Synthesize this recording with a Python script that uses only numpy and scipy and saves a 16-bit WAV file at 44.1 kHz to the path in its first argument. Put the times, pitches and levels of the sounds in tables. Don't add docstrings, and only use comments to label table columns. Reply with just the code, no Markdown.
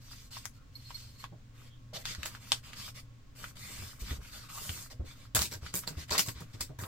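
import sys
import numpy as np
from scipy import signal
from scipy.fft import rfft, irfft
from scipy.io import wavfile
from scipy.ndimage import uniform_filter1d

SR = 44100
rng = np.random.default_rng(int(sys.argv[2]) if len(sys.argv) > 2 else 0)


def to_wav(sig):
    pcm = np.clip(np.atleast_2d(sig), -1, 1) * 32767
    pcm = np.round(pcm).astype(np.int16)
    wavfile.write(sys.argv[1], SR, pcm.T)


N = 303040
HZ = np.fft.rfftfreq(N, 1 / SR)
TIME = np.arange(N) / SR

# frequency in Hz, relative density in dB per Hz.
AIR_COLOUR = [(12, 4), (20, 5), (68, 0), (120, 4.5), (168, -12), (277, -7.5), (347, -22.5), (527, -19.5),
              (660, -26.5), (1090, -26.5), (1440, -25.5), (4300, -30), (7310, -33), (9950, -45),
              (16000, -40.5)]
# frequency in Hz, mean level in dB.
HUM_TONES = [(118.4, -58.5), (242.2, -77)]
# frequency in Hz, width in Hz, level in dB.
ROOM_WHINE = (1090, 38, -78)
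# frequency in Hz, coherence from 0 to 1.
AIR_COHERENCE = [(60, 0.95), (130, 0.92), (300, 0.53), (1000, 0.15), (4000, 0.072), (15000, .05)]
# frequency in Hz, coherence from 0 to 1.
PAPER_COHERENCE = [(200, 1), (1300, 0.51), (3000, 0.59), (7000, 0.27), (15000, 0.17)]
# start in seconds, length in seconds, hiss level in dB.
PAGE_SLIDES = [(0, 0.29, -60), (0.107, 0.034, -55), (0.306, 0.094, -52), (0.377, 0.063, -60.5),
               (0.531, 0.056, -71), (0.725, 0.47, -63.5), (0.91, 0.15, -59), (1.177, 0.056, -58.5)]
# start in seconds, length in seconds, hiss level in dB, fizz re hiss in dB.
MARGIN_RUBS = [(1.541, 0.16, -67.5, -1.5), (1.933, 0.047, -43, -9.5), (1.977, .055, -59, 3),
               (2.049, 0.093, -42, -8.5), (2.156, 0.24, -58, -5.5), (2.393, 0.21, -58.5, -1),
               (2.628, 0.092, -57, -6), (2.751, 0.16, -49, -3), (2.943, 0.066, -52.5, -5),
               (3.35, 0.17, -59, 3.5), (3.557, 0.39, -53.5, 0.5), (3.89, 0.12, -71, 6),
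               (3.993, 0.039, -55, 4), (4.03, .15, -52.5, -3), (4.202, .13, -60, -0.5),
               (4.314, 0.088, -52, -2), (4.382, 0.1, -57.5, -4), (4.487, 0.39, -52.5, 5),
               (4.9, 0.034, -54, -4), (5.047, .1, -61, -1), (5.14, 0.14, -64, -4.5),
               (5.611, 0.11, -56, -6.5), (5.812, 0.23, -66, -5), (5.966, 0.082, -50.5, -7),
               (6.34, 0.11, -58, -9), (6.446, 0.28, -70.5, -2), (6.53, 0.03, -54, -10)]
# frequency in Hz, relative density in dB per Hz.
RUBBED_COLOUR = [(110, -4), (180, 0.5), (419, -29.5), (496, -10.5), (793, -13.5), (1180, -5.5),
                 (1710, -7.5), (3300, -2), (3910, -2.5), (4630, 1), (6870, -7.5), (7550, -6.5),
                 (10400, -17.5), (15100, -14), (16000, -70)]
# time in seconds, resonance in Hz, level re the sheet's plain body in dB.
FOLD_HOLLOW = [(3.55, 2130, -25), (3.62, 2130, 4), (3.9, 2040, -23), (4.2, 1480, -18), (4.42, 1330, -9),
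               (4.58, 1070, 5.5), (4.68, 1050, -45)]
# time in
# seconds, relative strength in dB, ring in Hz.
SHEET_SNAPS = [(.368, -37.5, 1040), (0.4544, -20.5, 6250), (0.905, -39, 1020), (1.24, -33.5, 1090),
               (2.054, -21.5, 3540), (2.149, -30.5, 4600), (2.231, -23.5, 2420), (2.258, -28, 2370),
               (2.349, -38.5, 1500), (2.519, -7.5, 3670), (2.732, -33.5, 2240), (3.441, -33, 1410),
               (3.569, -38, 3050), (4.108, -34.5, 1950), (4.5, -43, 1180), (4.584, -47, 1110),
               (4.693, -25, 2850), (5.367, -24.5, 1470), (5.391, -17, 4800), (5.419, -13, 7350),
               (5.663, -36.5, 1430), (5.74, -18, 7500), (5.836, -43, 1260), (6.094, -36.5, 2000),
               (6.151, -25, 1020), (6.193, -8.5, 5650), (6.285, -25, 3730), (6.608, -19, 7200),
               (6.836, -36.5, 1270)]
# start in seconds, length in seconds, pitch in Hz, level
# in dB.
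FINGER_SQUEAKS = [(0.54, 0.12, 1375, -69), (1.59, 0.224, 3280, -69.5)]
# time in seconds, relative level in dB.
RULER_DRAG = [(.56, -90), (.75, -97), (.87, -68), (.96, -68), (1.06, -73), (1.21, -71), (1.28, -89)]
# frequency in Hz, relative level in dB, free 60 dB decay in seconds.
RULER_MODES = [(2210, -15.5, 0.085), (4270, 2.5, 0.051), (4600, -9, 0.076), (5300, -16, 0.089),
               (8100, -19, 0.3), (11460, -17, 0.26), (12250, -14, 0.12)]
# time in seconds, relative strength in dB.
RULER_CLINKS = [(.7538, -30), (0.9443, -29), (0.9529, -28), (1.2, -38)]
# time in seconds, relative strength in dB, boom in Hz.
TABLE_BUMPS = [(1.318, -45, 161), (2.181, -35.5, 73), (3.788, -40, 81.6), (3.819, -35, 86),
               (4.019, -30.5, 51.7), (4.11, -26, 69), (4.185, -35, 57), (4.693, -31.5, 83.5),
               (4.995, -26, 68.3), (5.033, -34.5, 77.5), (5.347, -27.5, 107), (5.385, -28.5, 70),
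               (5.549, -38, 96), (5.624, -34.5, 74), (5.739, -34.5, 179), (5.904, -38.5, 154),
               (5.97, -30.5, 78), (6.109, -34, 77), (6.279, -32, 117), (6.356, -37, 67.5),
               (6.407, -41.5, 161), (6.541, -36.5, 105), (6.602, -38, 83), (6.696, -36, 129),
               (6.789, -35.5, 99), (6.823, -33, 98.5)]
# time in seconds, relative strength in dB.
SHEET_FLAPS = [(1.322, -56), (1.927, -48.5), (1.957, -44), (1.994, -57), (4.908, -52.5), (4.996, -58),
               (6.698, -53)]
# start in seconds, rise in seconds, length in seconds,
# hiss level in dB, first body re hiss in dB, fizz re hiss in dB.
TEARING_PULLS = [(2.252, 0.0011, 0.0033, -41.5, -3, 2.5), (5.3481, 0.0012, 0.079, -30.5, -9, 2.5),
                 (5.408, 0.0064, 0.05, -33, -20, -2.5), (5.497, 0.03, 0.049, -45, -9, -4),
                 (5.733, 0.025, 0.051, -43.5, -12, 9.5), (5.869, 0.0074, 0.0074, -40.5, -5, -2),
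                 (6.106, 0.00057, 0.078, -30.5, -7.5, -7.5), (6.178, 0.0024, 0.029, -29, -18, .5),
                 (6.248, 0.016, 0.034, -46.5, -11, -1), (6.283, 0.00084, 0.011, -45, -3, 1.5),
                 (6.402, .001, 0.0063, -57, 2, 3.5), (6.605, 0.0031, 0.0065, -39, -9, 0.5),
                 (6.786, 0.0023, 0.0076, -50, 2, 1.5), (6.794, 0.018, 0.14, -58.5, 3, 9.5)]
# frequency in Hz, relative density in dB per Hz.
TORN_COLOUR = [(250, -27.5), (420, -9), (653, -6.5), (772, -10.5), (1020, -2.5), (1220, -10), (1360, -7),
               (1810, -8.5), (3140, -21), (4380, -14), (6420, -18), (7590, -15.5), (10100, -27.5),
               (11600, -20), (16000, -28)]
# frequency in Hz, 60 dB decay in seconds.
ROOM_DECAY = [(150, 0.23), (1000, 0.093), (4000, 0.11), (9000, 0.13), (16000, 0.15)]
# nominal delay in seconds, level re direct sound in dB.
NEAR_ECHOES = [(.0062, -13), (.0071, -32), (0.0099, -34)]

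AIR_DB = -53.5
SLIDE_BODY_DB, SLIDE_FIZZ_DB = -8, -3
RUB_BODY_DB, USUAL_RUB_DB = -1.5, -57
DULLING = 0.43
SWELL = 0.46
RUMBLE_DB = -12.5
BEND_S, BEND_DB, BEND_BODY_DB, BEND_FIZZ_DB = 0.032, -59.5, 2, -3
HOLLOW_WIDTH_HZ = 660
PAGE_SHARE = 0.16
KNOCK_DB, KNOCK_DB_PER_OCTAVE = -9.5, 7.5
FLAP_HZ = 594
RIP_SAG_DB_PER_S, RIP_RELEASE_S = 217, 0.015
LOOSENING_DB_PER_S = 149
TUG_DB = -13.5
EDGE_HZ = 16100


def gain_of(db):
    return 10 ** (np.asarray(db) / 20)


def evened(x):
    return x / np.sqrt(np.mean(x ** 2) + 1e-20)


def read(points, hz):
    f, value = np.transpose(points)
    return np.interp(np.log(hz + 1), np.log(f + 1), value)


def add(mix, s, sound):
    part = mix[:, max(round(s * SR), 0):][:, :sound.shape[-1]]
    part += sound[..., :part.shape[1]]


def band(x, low_hz, high_hz, order=2):
    edges = [low_hz, min(high_hz, SR / 2 - 1)]
    return signal.sosfilt(signal.butter(order, edges, "band", fs=SR, output="sos"), x)


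def ringing(spectrum, hz, width_hz):
    return irfft(spectrum / (1 + 2j * (HZ - hz) / width_hz) ** 2, N)


def wander(rate_hz):
    s = TIME[::32]
    hz = np.fft.rfftfreq(len(s), s[1])
    slow = rfft(rng.standard_normal(len(s))) / (1 + (hz / rate_hz) ** 4)
    return np.interp(TIME, s, evened(irfft(slow, len(s))))


def noise_pair(same, lag_ms=0):
    left, other = rfft(rng.standard_normal((2, N)))
    c = np.clip(read(same, HZ), -1, 1)
    late_left = left * np.exp(-2j * np.pi * HZ * lag_ms / 1000)
    right = c * left + np.sqrt(1 - c ** 2) * other
    return np.array([late_left, right])


def background():
    air = noise_pair(AIR_COHERENCE) * gain_of(read(AIR_COLOUR, HZ))
    out = gain_of(AIR_DB) * evened(irfft(air, N))
    for hz, db in HUM_TONES:
        level = gain_of(db + 0.7 * wander(7.7)) * np.sqrt(2)
        out += level * np.sin(2 * np.pi * hz * TIME + 0.5 * wander(5.4))
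    whine_hz, width_hz, whine_db = ROOM_WHINE
    return out + gain_of(whine_db) * evened(ringing(noise_pair(AIR_COHERENCE), whine_hz, width_hz))


def grains(per_s, spread_db, grain_s, smooth):
    sizes = gain_of(spread_db * np.minimum(rng.exponential(1, N), 4))
    slips = sizes * (rng.random(N) < per_s / SR)
    power = signal.lfilter([1], [1, -np.exp(-2 / (grain_s * SR))], slips ** 2)
    friction = irfft(noise_pair(PAPER_COHERENCE, lag_ms=0.059), N)
    return rfft(friction * np.sqrt(power / power.mean() + smooth))


def sheet_bands(drive, colour, patchy_db, shift_hz):
    hz, _, z = signal.stft(irfft(drive * gain_of(read(colour, HZ)), N), nperseg=512)
    patches = uniform_filter1d(rng.standard_normal(z.shape[1:]), size=4, axis=0)
    hold = np.exp(-2 * np.pi * shift_hz * 256 / SR)
    patches = evened(signal.lfilter([1], [1, -hold], patches))
    patches /= 1 + (hz[:, None] / 3000) ** 2
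    bent = rfft(signal.istft(z * gain_of(patchy_db * patches), nperseg=512)[1][:, :N])
    below_hiss = 1 / (1 + (HZ / 2500) ** 6)
    below_fizz = 1 / (1 + (HZ / 7000) ** 8)
    shares = below_hiss, below_fizz - below_hiss, 1 - below_fizz
    return [evened(irfft(bent * share, N)) for share in shares]


def finger_ticks(per_s, ring_hz=1300, width_hz=600):
    slips = rng.standard_normal(N) * (rng.random(N) < per_s / SR)
    return evened(ringing(rfft(slips), ring_hz, width_hz))


def hollow(rub):
    s, hz, db = np.transpose(FOLD_HOLLOW)
    turn = np.exp(2j * np.pi * np.cumsum(np.interp(TIME, s, hz)) / SR)
    r = np.exp(-np.pi * HOLLOW_WIDTH_HZ / SR)
    resonance = (turn * signal.lfilter([1], [1, -2 * r, r * r], rub / turn)).real
    return gain_of(np.interp(TIME, s, db)) * evened(resonance)


def stroke(length, db, body_db, fizz_db):
    speed = np.sin(np.linspace(0, np.pi, round(length * SR), endpoint=False))
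    levels = gain_of(db + np.array([[body_db], [0], [fizz_db]]))
    return (levels * speed ** SWELL) ** 2


def sliding():
    drive = grains(per_s=5000, spread_db=3, grain_s=0.0003, smooth=1)
    body, hiss, fizz = sheet_bands(drive, RUBBED_COLOUR, patchy_db=3, shift_hz=6)
    body = body + gain_of(-8) * finger_ticks(per_s=20) + hollow(irfft(drive, N))
    page, hand = np.zeros((2, 3, N))
    for s, length, db in PAGE_SLIDES:
        add(page, s, stroke(length, db, SLIDE_BODY_DB, SLIDE_FIZZ_DB))
    for s, length, db, fizz_db in MARGIN_RUBS:
        body_db = RUB_BODY_DB + DULLING * (USUAL_RUB_DB - db)
        add(hand, s, stroke(length, db, body_db, fizz_db))
    for s, _, _ in SHEET_SNAPS:
        add(page, s - BEND_S / 2, stroke(BEND_S, BEND_DB, BEND_BODY_DB, BEND_FIZZ_DB))
    table_top = evened(band(irfft(noise_pair(AIR_COHERENCE), N), 90, 280, order=1))
    rumble = gain_of(RUMBLE_DB + 6.8 * wander(41)) * np.sqrt(hand[0]) * table_top
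    pressure = gain_of(0.6 * wander(25))
    paper = sum(np.sqrt(p) * b for p, b in zip(page + hand, (body, hiss, fizz)))
    return pressure * paper + rumble


def snapping(cycles=0.99, bounce_s=0.000624, bounce=0.21, crackle_s=0.0012, crackle_db=-27,
             flutter_db=-11, flutter_cycles=6, sheet_hz=1250, sheet_s=0.00039, sheet_db=-14,
             usual_db=-25, free_hz=1200, rise_s=0.00006, lag_s=0.00006):
    out, t = np.zeros((2, N)), np.arange(2048) / SR
    age = np.maximum(t - 0.0007 - np.array([[lag_s], [0]]), 0)
    mirrored_age = np.maximum(age - bounce_s, 0)
    for s, db, hz in SHEET_SNAPS:
        flutter, crackle = rng.standard_normal((2, 2, len(t)))
        ring_s = cycles / hz * (1 + (free_hz / hz) ** 2)
        direct, mirrored = (
            (1 - np.exp(-u / rise_s)) * np.exp(-u / ring_s) * np.sin(2 * np.pi * hz * u)
            for u in (age, mirrored_age))
        page_gain = gain_of(sheet_db + PAGE_SHARE * (db - usual_db))
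        page = page_gain * np.exp(-age / sheet_s) * np.sin(2 * np.pi * sheet_hz * age)
        flutter = evened(band(flutter, 1020, hz + 3000)) * np.exp(-age * hz / flutter_cycles)
        crackle = evened(band(crackle, 4500, 14300, order=1)) * np.exp(-age / crackle_s)
        noise = gain_of(flutter_db) * flutter + gain_of(crackle_db) * crackle
        add(out, s, gain_of(db) * (direct + bounce * mirrored + page + (age > 0) * noise))
    return gain_of(4.5) * band(out, 640, 18000, order=3)


def scraping(width_hz=380, squeak_q=9, treble_db_per_octave=-5, catching_db=3):
    rub = noise_pair(PAPER_COHERENCE)
    ring = 0
    for hz, db, _ in RULER_MODES:
        tilt_db = treble_db_per_octave * np.log2(hz / 4000)
        ring = ring + gain_of(db + tilt_db + catching_db * wander(25)) * ringing(rub, hz, width_hz)
    s, db = np.transpose(RULER_DRAG)
    drag = np.interp(TIME, s, gain_of(db), left=0, right=0)
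    out = gain_of(6) * drag * evened(ring)
    for start, length, hz, squeak_db in FINGER_SQUEAKS:
        swell = np.sin(np.pi * np.clip((TIME - start) / length, 0, 1))
        swell *= gain_of(squeak_db + catching_db * wander(25))
        out += swell * evened(ringing(rub, hz, hz / squeak_q))
    return out


def clinking(damping_s=0.037):
    out, t = np.zeros((2, N)), np.arange(8192) / SR
    touch = (1 - np.exp(-t / 0.00057)) * np.exp(-t / damping_s)
    for s, db in RULER_CLINKS:
        phases = rng.uniform(0, 2 * np.pi, (len(RULER_MODES), 2, 1))
        ring = sum(gain_of(mode_db - 60 * t / t60) * np.sin(2 * np.pi * hz * t + phase)
                   for (hz, mode_db, t60), phase in zip(RULER_MODES, phases))
        add(out, s, gain_of(db - 10.5) * ring * touch)
    return out


def bumping(rise_s=0.0013, ring_s=0.024, knock_s=0.016):
    out, t = np.zeros((2, N)), np.arange(8192) / SR
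    swell = (1 - np.exp(-t / rise_s)) ** 2 * np.exp(-t / ring_s)
    for s, db, hz in TABLE_BUMPS:
        knock_db = KNOCK_DB + KNOCK_DB_PER_OCTAVE * np.log2(hz / 80)
        shared, apart = rng.standard_normal(len(t)), rng.standard_normal((2, len(t)))
        boom = swell / swell.max() * np.sin(2 * np.pi * hz * t)
        knock = evened(band(shared + 2 * apart, 77, 415))
        knock *= (1 - np.exp(-t / 0.008)) * np.exp(-t / knock_s)
        add(out, s, gain_of(db) * (gain_of(-1.5) * boom + gain_of(knock_db) * knock))
    return out


def flapping(rise_s=0.0011, fade_s=0.023, width_hz=300):
    out, t = np.zeros((2, N)), np.arange(8192) / SR
    swell = (1 - np.exp(-t / rise_s)) * np.exp(-t / fade_s)
    low_hz, high_hz = max(FLAP_HZ - width_hz / 2, 100), FLAP_HZ + width_hz / 2
    for s, db in SHEET_FLAPS:
        air = rng.standard_normal(len(t)) + 0.51 * rng.standard_normal((2, len(t)))
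        add(out, s, gain_of(db - 1.5) * swell * evened(band(air, low_hz, high_hz)))
    return out


def tearing():
    drive = grains(per_s=2400, spread_db=3, grain_s=0.00024, smooth=0.12)
    body, hiss, fizz = sheet_bands(drive, TORN_COLOUR, patchy_db=4.5, shift_hz=29.8)
    power, t = np.zeros((3, N)), np.arange(16384) / SR
    for s, rise, length, db, first_body_db, fizz_db in TEARING_PULLS:
        torn = np.minimum(t, length)
        sag_db = RIP_SAG_DB_PER_S * np.maximum(torn - rise, 0)
        pull = np.minimum(t / rise, 1) * gain_of(db - sag_db)
        pull *= np.exp(-(t - torn) / RIP_RELEASE_S)
        body_db = first_body_db + LOOSENING_DB_PER_S * (2 * torn - t)
        add(power, s, np.array([pull * gain_of(body_db), pull, pull * gain_of(fizz_db)]) ** 2)
    thrum = gain_of(TUG_DB) * evened(band(irfft(noise_pair(AIR_COHERENCE), N), 153, 334))
    unsteady = gain_of(0.98 + 0.77 * wander(79))
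    return unsteady * sum(np.sqrt(p) * b for p, b in zip(power, (body, hiss + thrum, fizz)))


def room(x, wet_db, build_s=0.0029):
    hz, t, z = signal.stft(rng.standard_normal((2, 16384)), SR, nperseg=256)
    decay = gain_of(-60 * t / read(ROOM_DECAY, hz)[:, None])
    tail = signal.istft(z * decay, SR, nperseg=256)[1]
    tail *= 1 - np.exp(-(np.arange(tail.shape[1]) / SR / build_s) ** 2)
    tail *= gain_of(wet_db) / np.linalg.norm(tail[0])
    for delay, db in NEAR_ECHOES:
        arrival = np.round(delay * SR * rng.uniform(0.96, 1.04, 2)).astype(int)
        tail[[0, 1], arrival] += gain_of(db)
    return x + signal.fftconvolve(x, tail, axes=1)[:, :N]


def scene():
    paper_and_ruler = sliding() + snapping() + scraping() + clinking() + flapping() + tearing()
    return room(paper_and_ruler, wet_db=-4) + bumping() + background()


def record(dry):
    low_pass = signal.firwin(401, EDGE_HZ, window=("kaiser", 7), fs=SR)
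    return signal.oaconvolve(dry, low_pass[None], "same", axes=1)


dry = scene()
out = record(dry)
to_wav(out)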